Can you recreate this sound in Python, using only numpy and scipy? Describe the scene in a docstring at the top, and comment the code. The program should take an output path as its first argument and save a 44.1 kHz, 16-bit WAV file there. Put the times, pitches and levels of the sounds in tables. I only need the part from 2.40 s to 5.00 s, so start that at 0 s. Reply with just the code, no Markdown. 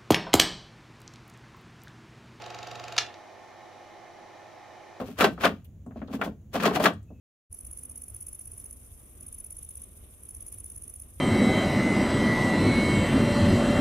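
"""A small film projector clatters close by in a room, over fan rush, whirring gears and a motor drone.
For every frame the claw clicks into the film and the gate knocks the case; loose parts rattle lightly.
A switch is thrown with a loud clunk, its contacts snapping and its panel ringing. The film drive
slows to a last click, and only the fan and the mains hum carry on."""
import sys
import numpy as np
from scipy import signal
from scipy.fft import rfft, irfft
from scipy.io import wavfile
from scipy.ndimage import uniform_filter1d

SR = 44100
rng = np.random.default_rng(int(sys.argv[2]) if len(sys.argv) > 2 else 0)


def unload_audio(sound):
    """Save the sound as a 16-bit wav file, at the path given as the first command line argument."""
    columns = np.transpose(np.atleast_2d(sound))
    # keep every value between -1 and 1, then stretch to whole-number steps
    steps = np.round(np.clip(columns, -1, 1) * 32767)
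    wavfile.write(sys.argv[1], SR, steps.astype(np.int16))


N = 114660
T = np.arange(N) / SR
BIN_HZ = np.arange(N + 1) * SR / (2 * N)
FRAME_HZ, FIRST_FRAME_S = 23.84, .0192


def amp(db):
    """Decibels to gain."""
    return 10 ** (np.asarray(db) / 20)


def unit(x):
    """Scale to an rms of 1."""
    return x / np.sqrt(np.mean(x ** 2))


def gains(points):
    """EQ curve through (frequency [Hz], level [dB]) points."""
    hz, db = np.array(points).T
    return amp(np.interp(np.log(BIN_HZ + 1), np.log(hz), db))


def colour(x, points):
    """Minimum-phase EQ that keeps the power of white noise."""
    cepstrum = irfft(np.log(unit(gains(points))))[:N]
    cepstrum[0] /= 2
    return irfft(rfft(x, 2 * N) * np.exp(rfft(2 * cepstrum, 2 * N)))[:N]


def weigh(x, gain):
    """Apply a gain to every frequency."""
    return irfft(rfft(x, 2 * N) * gain)[..., :N]


def even(x, width_hz):
    """Flatten a burst's spectral bumps wider than width_hz, keeping its energy."""
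    power = uniform_filter1d(np.abs(rfft(x, 2 * N)) ** 2, int(width_hz * 2 * N / SR))
    return weigh(x, np.sqrt(power.mean() / power))


def lowpass(x, hz):
    """Roll off the treble above hz."""
    return signal.sosfilt(signal.butter(4, min(hz, SR / 3), fs=SR, output="sos"), x)


def convolve(x, response):
    """Play x through a response."""
    return signal.fftconvolve(x, response)[:N]


def noise():
    """White noise."""
    return rng.standard_normal(N)


def walk(rate_hz):
    """Slow random modulation with an rms of 1."""
    span = int(SR / rate_hz)
    return unit(uniform_filter1d(uniform_filter1d(noise(), span), span))


def fade(age, t60):
    """Exponential decay from age zero."""
    return (age >= 0) * np.exp(-np.log(1000) * np.maximum(age, 0) / t60)


def ring(modes, blows):
    """Modes struck by (time [s], gain) blows."""
    push = np.zeros(N)
    for s, gain in blows:
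        push[int(s * SR)] += gain
    response = sum(amp(db) * fade(T, t60) * np.cos(2 * np.pi * hz * T) for hz, db, t60 in modes)
    return convolve(push, response)


def turning(repeat):
    """Grit of which the share `repeat` loops with every frame."""
    size = round(SR / FRAME_HZ)
    loop = unit(irfft(np.exp(2j * np.pi * rng.random(size // 2 + 1)), size))
    return np.sqrt(repeat) * np.resize(loop, N) + np.sqrt(1 - repeat) * noise()


# Stereo width of diffuse sound (frequency [Hz], side minus mid [dB])
WIDTH = [(30, 3), (100, -6.5), (700, -4.5), (2000, -12), (4000, -7), (6000, -4.5), (9000, 3.5), (15000, 1)]
def spread(mid, side):
    """Mid and side to left and right."""
    return mid + weigh(side, gains(WIDTH)) * np.array([[1], [-1]])


# Fan and mains tones (frequency [Hz], level [dB])
HUM_TONES = [(49, -84.5), (99.6, -69.5), (349.9, -68.5), (392, -67.5), (500.6, -68.5), (632, -62),
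             (688, -66), (732, -59.5), (832, -58.5), (879, -64)]
# EQ of the fan's rush (frequency [Hz], level [dB])
AIR_EQ = [(25, -18), (70, -19), (125, -6), (160, -14), (200, -9), (390, -5), (445, -8), (520, -2),
          (800, 0.5), (960, -6.5), (1200, -7), (1500, -12.5), (1850, -11.5), (2400, -11), (2700, -19.5),
          (3900, -19.5), (4900, -23), (6100, -22.5), (8500, -36), (10500, -36.5), (15500, -45.5)]
# Air resonances of the housing (frequency [Hz], width [Hz], boost [dB])
HOUSING = [(338, 17, 8.5), (1060, 58, 4.5), (1802, 90, 9), (2105, 30, 7), (2995, 210, 5.5), (3880, 59, 6),
           (5730, 79, 5.5)]
def fan():
    """The bed: fan and mains tones waver and drift together over air rushing through the housing."""
    drift_hz, waver_db, air_db = .7, 1.1, -52
    drift = np.cumsum(drift_hz * walk(6.5)) / SR
    tones = sum(amp(db + waver_db * walk(14)) * np.sqrt(2) * np.sin(2 * np.pi * (hz * T + drift))
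                for hz, db in HUM_TONES)
    housing = amp(sum(db / (1 + (2 * (BIN_HZ - hz) / width) ** 2) for hz, width, db in HOUSING))
    rush = spread(colour(noise(), AIR_EQ), colour(noise(), AIR_EQ))
    return tones + amp(air_db) * weigh(rush, housing)


# EQ of the gear whirr (frequency [Hz], level [dB])
GEAR_EQ = [(25, -48), (55, -22), (75, 0.5), (180, -3.5), (340, -4.5), (480, 7.5), (700, -8.5), (950, -4),
           (1300, 1), (2000, -6), (2600, -1.5), (4000, -9.5), (6500, -19), (8500, -33), (15000, -47)]
def gears():
    """Gears whirr, swelling twice a frame, and fade out after the switch."""
    stop_s, run_down_s, level_db, swing_db = .623, .19, -50, 2
    running = np.clip(1 - (T - stop_s) / run_down_s, 0, 1)
    swell = amp(level_db + swing_db * np.cos(4 * np.pi * FRAME_HZ * (T - FIRST_FRAME_S)))
    mid, side = (colour(turning(repeat=.9) * swell * running, GEAR_EQ) for _ in range(2))
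    return spread(mid, side)


# Motor drone and whine (frequency [Hz], level [dB])
MOTOR_TONES = [(118.6, -55), (849.5, -53), (1311, -61), (1406, -65), (1572, -64)]
def motor():
    """The motor drones at a steady pitch, with a quick fade after the switch."""
    stop_s, fade_s = .673, .05
    drone = sum(amp(db) * np.sqrt(2) * np.sin(2 * np.pi * hz * T) for hz, db in MOTOR_TONES)
    return drone * np.clip((stop_s - T) / fade_s + .5, 0, 1)


# EQ of the claw's click (frequency [Hz], level [dB])
CLAW_EQ = [(200, -31), (700, -3.5), (1500, -1), (2000, -9.5), (2600, 3.5), (3200, -7), (3800, 1),
           (4200, -4), (4800, -1), (5300, -6.5), (6500, -5.5), (7100, -7), (8600, -23), (11500, -25),
           (13500, -25), (15500, -34)]
# Ring of the claw (frequency [Hz], level [dB], t60 [s])
CLAW_MODES = [(2560, -5, .035), (3790, 0, .045), (7080, -7, .03)]
def claw(times, strengths, accents_db):
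    """The claw scrapes into the film and clinks; softer accents give a duller scrape."""
    attack_s, hold_s, rise_db_per_s, db_per_octave = .0045, .0025, 5, 9
    pulls = strengths * amp(rise_db_per_s * times)
    cutoffs_hz = 15000 * 2 ** (accents_db / db_per_octave)
    grit, contact = turning(repeat=.34), np.zeros(N)
    for s, pull, cutoff in zip(times, pulls, cutoffs_hz):
        near = np.abs(T - s) < .05
        age = T[near] - s
        attack = np.clip(age / attack_s + .5, 0, 1)
        decay = fade(np.maximum(age - hold_s, 0), t60=.013)
        contact[near] += pull * lowpass(attack * decay * grit[near], cutoff)
    scrape = amp(-40.5) * colour(contact, CLAW_EQ)
    clink = amp(-49) * ring(CLAW_MODES, zip(times, pulls))
    return scrape + lowpass(clink, hz=6900)


# Body of the case (frequency [Hz], level [dB], t60 [s])
CASE_MODES = [(515, -13, .06), (700, 2, .11), (1100, -10, .035), (1340, -14, .04), (1800, -13, .05)]
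def gate(times, strengths):
    """The gate gives the case a soft knock just behind each claw click."""
    lag_s = .0062
    knocks = amp(-38.5) * ring(CASE_MODES, zip(times + lag_s, strengths))
    return lowpass(knocks, hz=2170)


# Last strokes, harder under the switch, then slowing to a halt (time [s], accent [dB])
LAST_STROKES = [(0.5231, 2), (.5648, 4.5), (.609, -3), (.664, -5.5), (.7405, -9.5)]
def film_drive():
    """Claw and gate play twelve steady frames, then the last strokes, each a little uneven in level."""
    scatter_db = .5
    steady = [(FIRST_FRAME_S + frame / FRAME_HZ, 0) for frame in range(12)]
    times, accents_db = np.array(steady + LAST_STROKES).T
    strengths = amp(accents_db + scatter_db * rng.standard_normal(len(times)))
    return claw(times, strengths, accents_db) + gate(times, strengths)


# Light rattles (time [s], level [dB])
RATTLES = [(0.042, -44.5), (.287, -49), (0.453, -51)]
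def rattles():
    """Loose parts chatter briefly between strokes."""
    low_hz, top_hz, half_width_s = 2940, 5740, .0025
    shake = sum(amp(db) * np.exp(-((T - s) / half_width_s) ** 2) for s, db in RATTLES)
    band = signal.butter(2, [low_hz, top_hz], "bandpass", fs=SR, output="sos")
    chatter = lowpass(signal.sosfilt(band, noise()), top_hz)
    return shake * unit(chatter)


# Switch contacts snapping over (time [s], level [dB], t60 [s])
SNAPS = [(.5775, -38, .03), (.5799, -15, .014), (.5811, -12, .011), (.5836, -18, .012), (.5848, -15, .012),
         (.5869, -15, .007)]
# EQ of the switch's crack (frequency [Hz], level [dB])
SWITCH_EQ = [(60, -20), (300, -12.5), (650, -3.5), (950, -2), (1700, 2.5), (2800, 3.5), (4300, 5.5),
             (6300, 2.5), (7300, -8.5), (9000, -21), (10500, -21), (13000, -30), (15500, -56)]
# Ring of the switch and its panel (frequency [Hz], level [dB], t60 [s])
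PANEL_MODES = [(716, 0, .09), (1210, -4, .14), (1703, -6, .14), (1990, -5, .1), (2410, -2, .12),
               (2795, -1, .12), (2940, -1, .11), (3935, -5, .12), (4624, -6, .1), (4980, -4, .07),
               (5600, -2, .07), (6080, -3, .06)]
def switch():
    """The clunk: a quick run of hard snaps, the hardest ringing the panel."""
    force = np.sqrt(sum((amp(db) * fade(T - s, t60)) ** 2 for s, db, t60 in SNAPS))
    crack = even(force * np.sign(noise()), width_hz=700)
    hardest_s = max(SNAPS, key=lambda snap: snap[1])[0]
    panel = ring(PANEL_MODES, [(hardest_s, amp(-39))])
    return colour(crack, SWITCH_EQ) + lowpass(panel, hz=6740)


# Ring of the soft knock (frequency [Hz], level [dB], t60 [s])
KNOCK_MODES = [(1430, -1, .09), (3790, 0, .05)]
def soft_knock():
    """A soft ringing knock just after the clunk, as the drive begins to slow."""
    knock_s = .61
    return lowpass(ring(KNOCK_MODES, [(knock_s, amp(-41))]), hz=6900)


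def room_tail():
    """One short, smooth tail from the walls, briefer in the treble."""
    predelay_s, crossover_hz, body_t60, treble_t60 = .0038, 3400, .26, .15
    low = 1 / (1 + (BIN_HZ / crossover_hz) ** 4)
    wash, age = noise(), T - predelay_s
    body, treble = (even(wash * fade(age, t60), width_hz=50) for t60 in (body_t60, treble_t60))
    return unit(weigh(body, low) + weigh(treble, 1 - low)) / np.sqrt(N)


def room(send):
    """Stereo reverb from two unrelated tails."""
    return amp(-8) * spread(convolve(send, room_tail()), convolve(send, room_tail()))


# Stereo balance (frequency [Hz], left minus right [dB])
BALANCE = [(30, 9), (70, -9), (200, -9), (380, -4.5), (700, -1.6), (2400, -.8), (4400, -2.5), (9000, -0.5)]
def scene():
    """Clatter and clunk feed the room; gears, motor and fan stay dry. The bass leans right."""
    clatter = film_drive() + rattles() + soft_knock()
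    clunk = switch()
    reverb = room(clunk + amp(-.5) * clatter)
    mix = clatter + clunk + reverb + gears() + motor() + fan()
    lean = np.sqrt(gains(BALANCE))
    return weigh(mix, np.array([lean, 1 / lean]))


def record(dry):
    """A steep high cut on the whole mix."""
    top_hz = 15800
    return signal.sosfilt(signal.ellip(8, .2, 70, top_hz, fs=SR, output="sos"), dry)


dry = scene()
out = record(dry)
unload_audio(out)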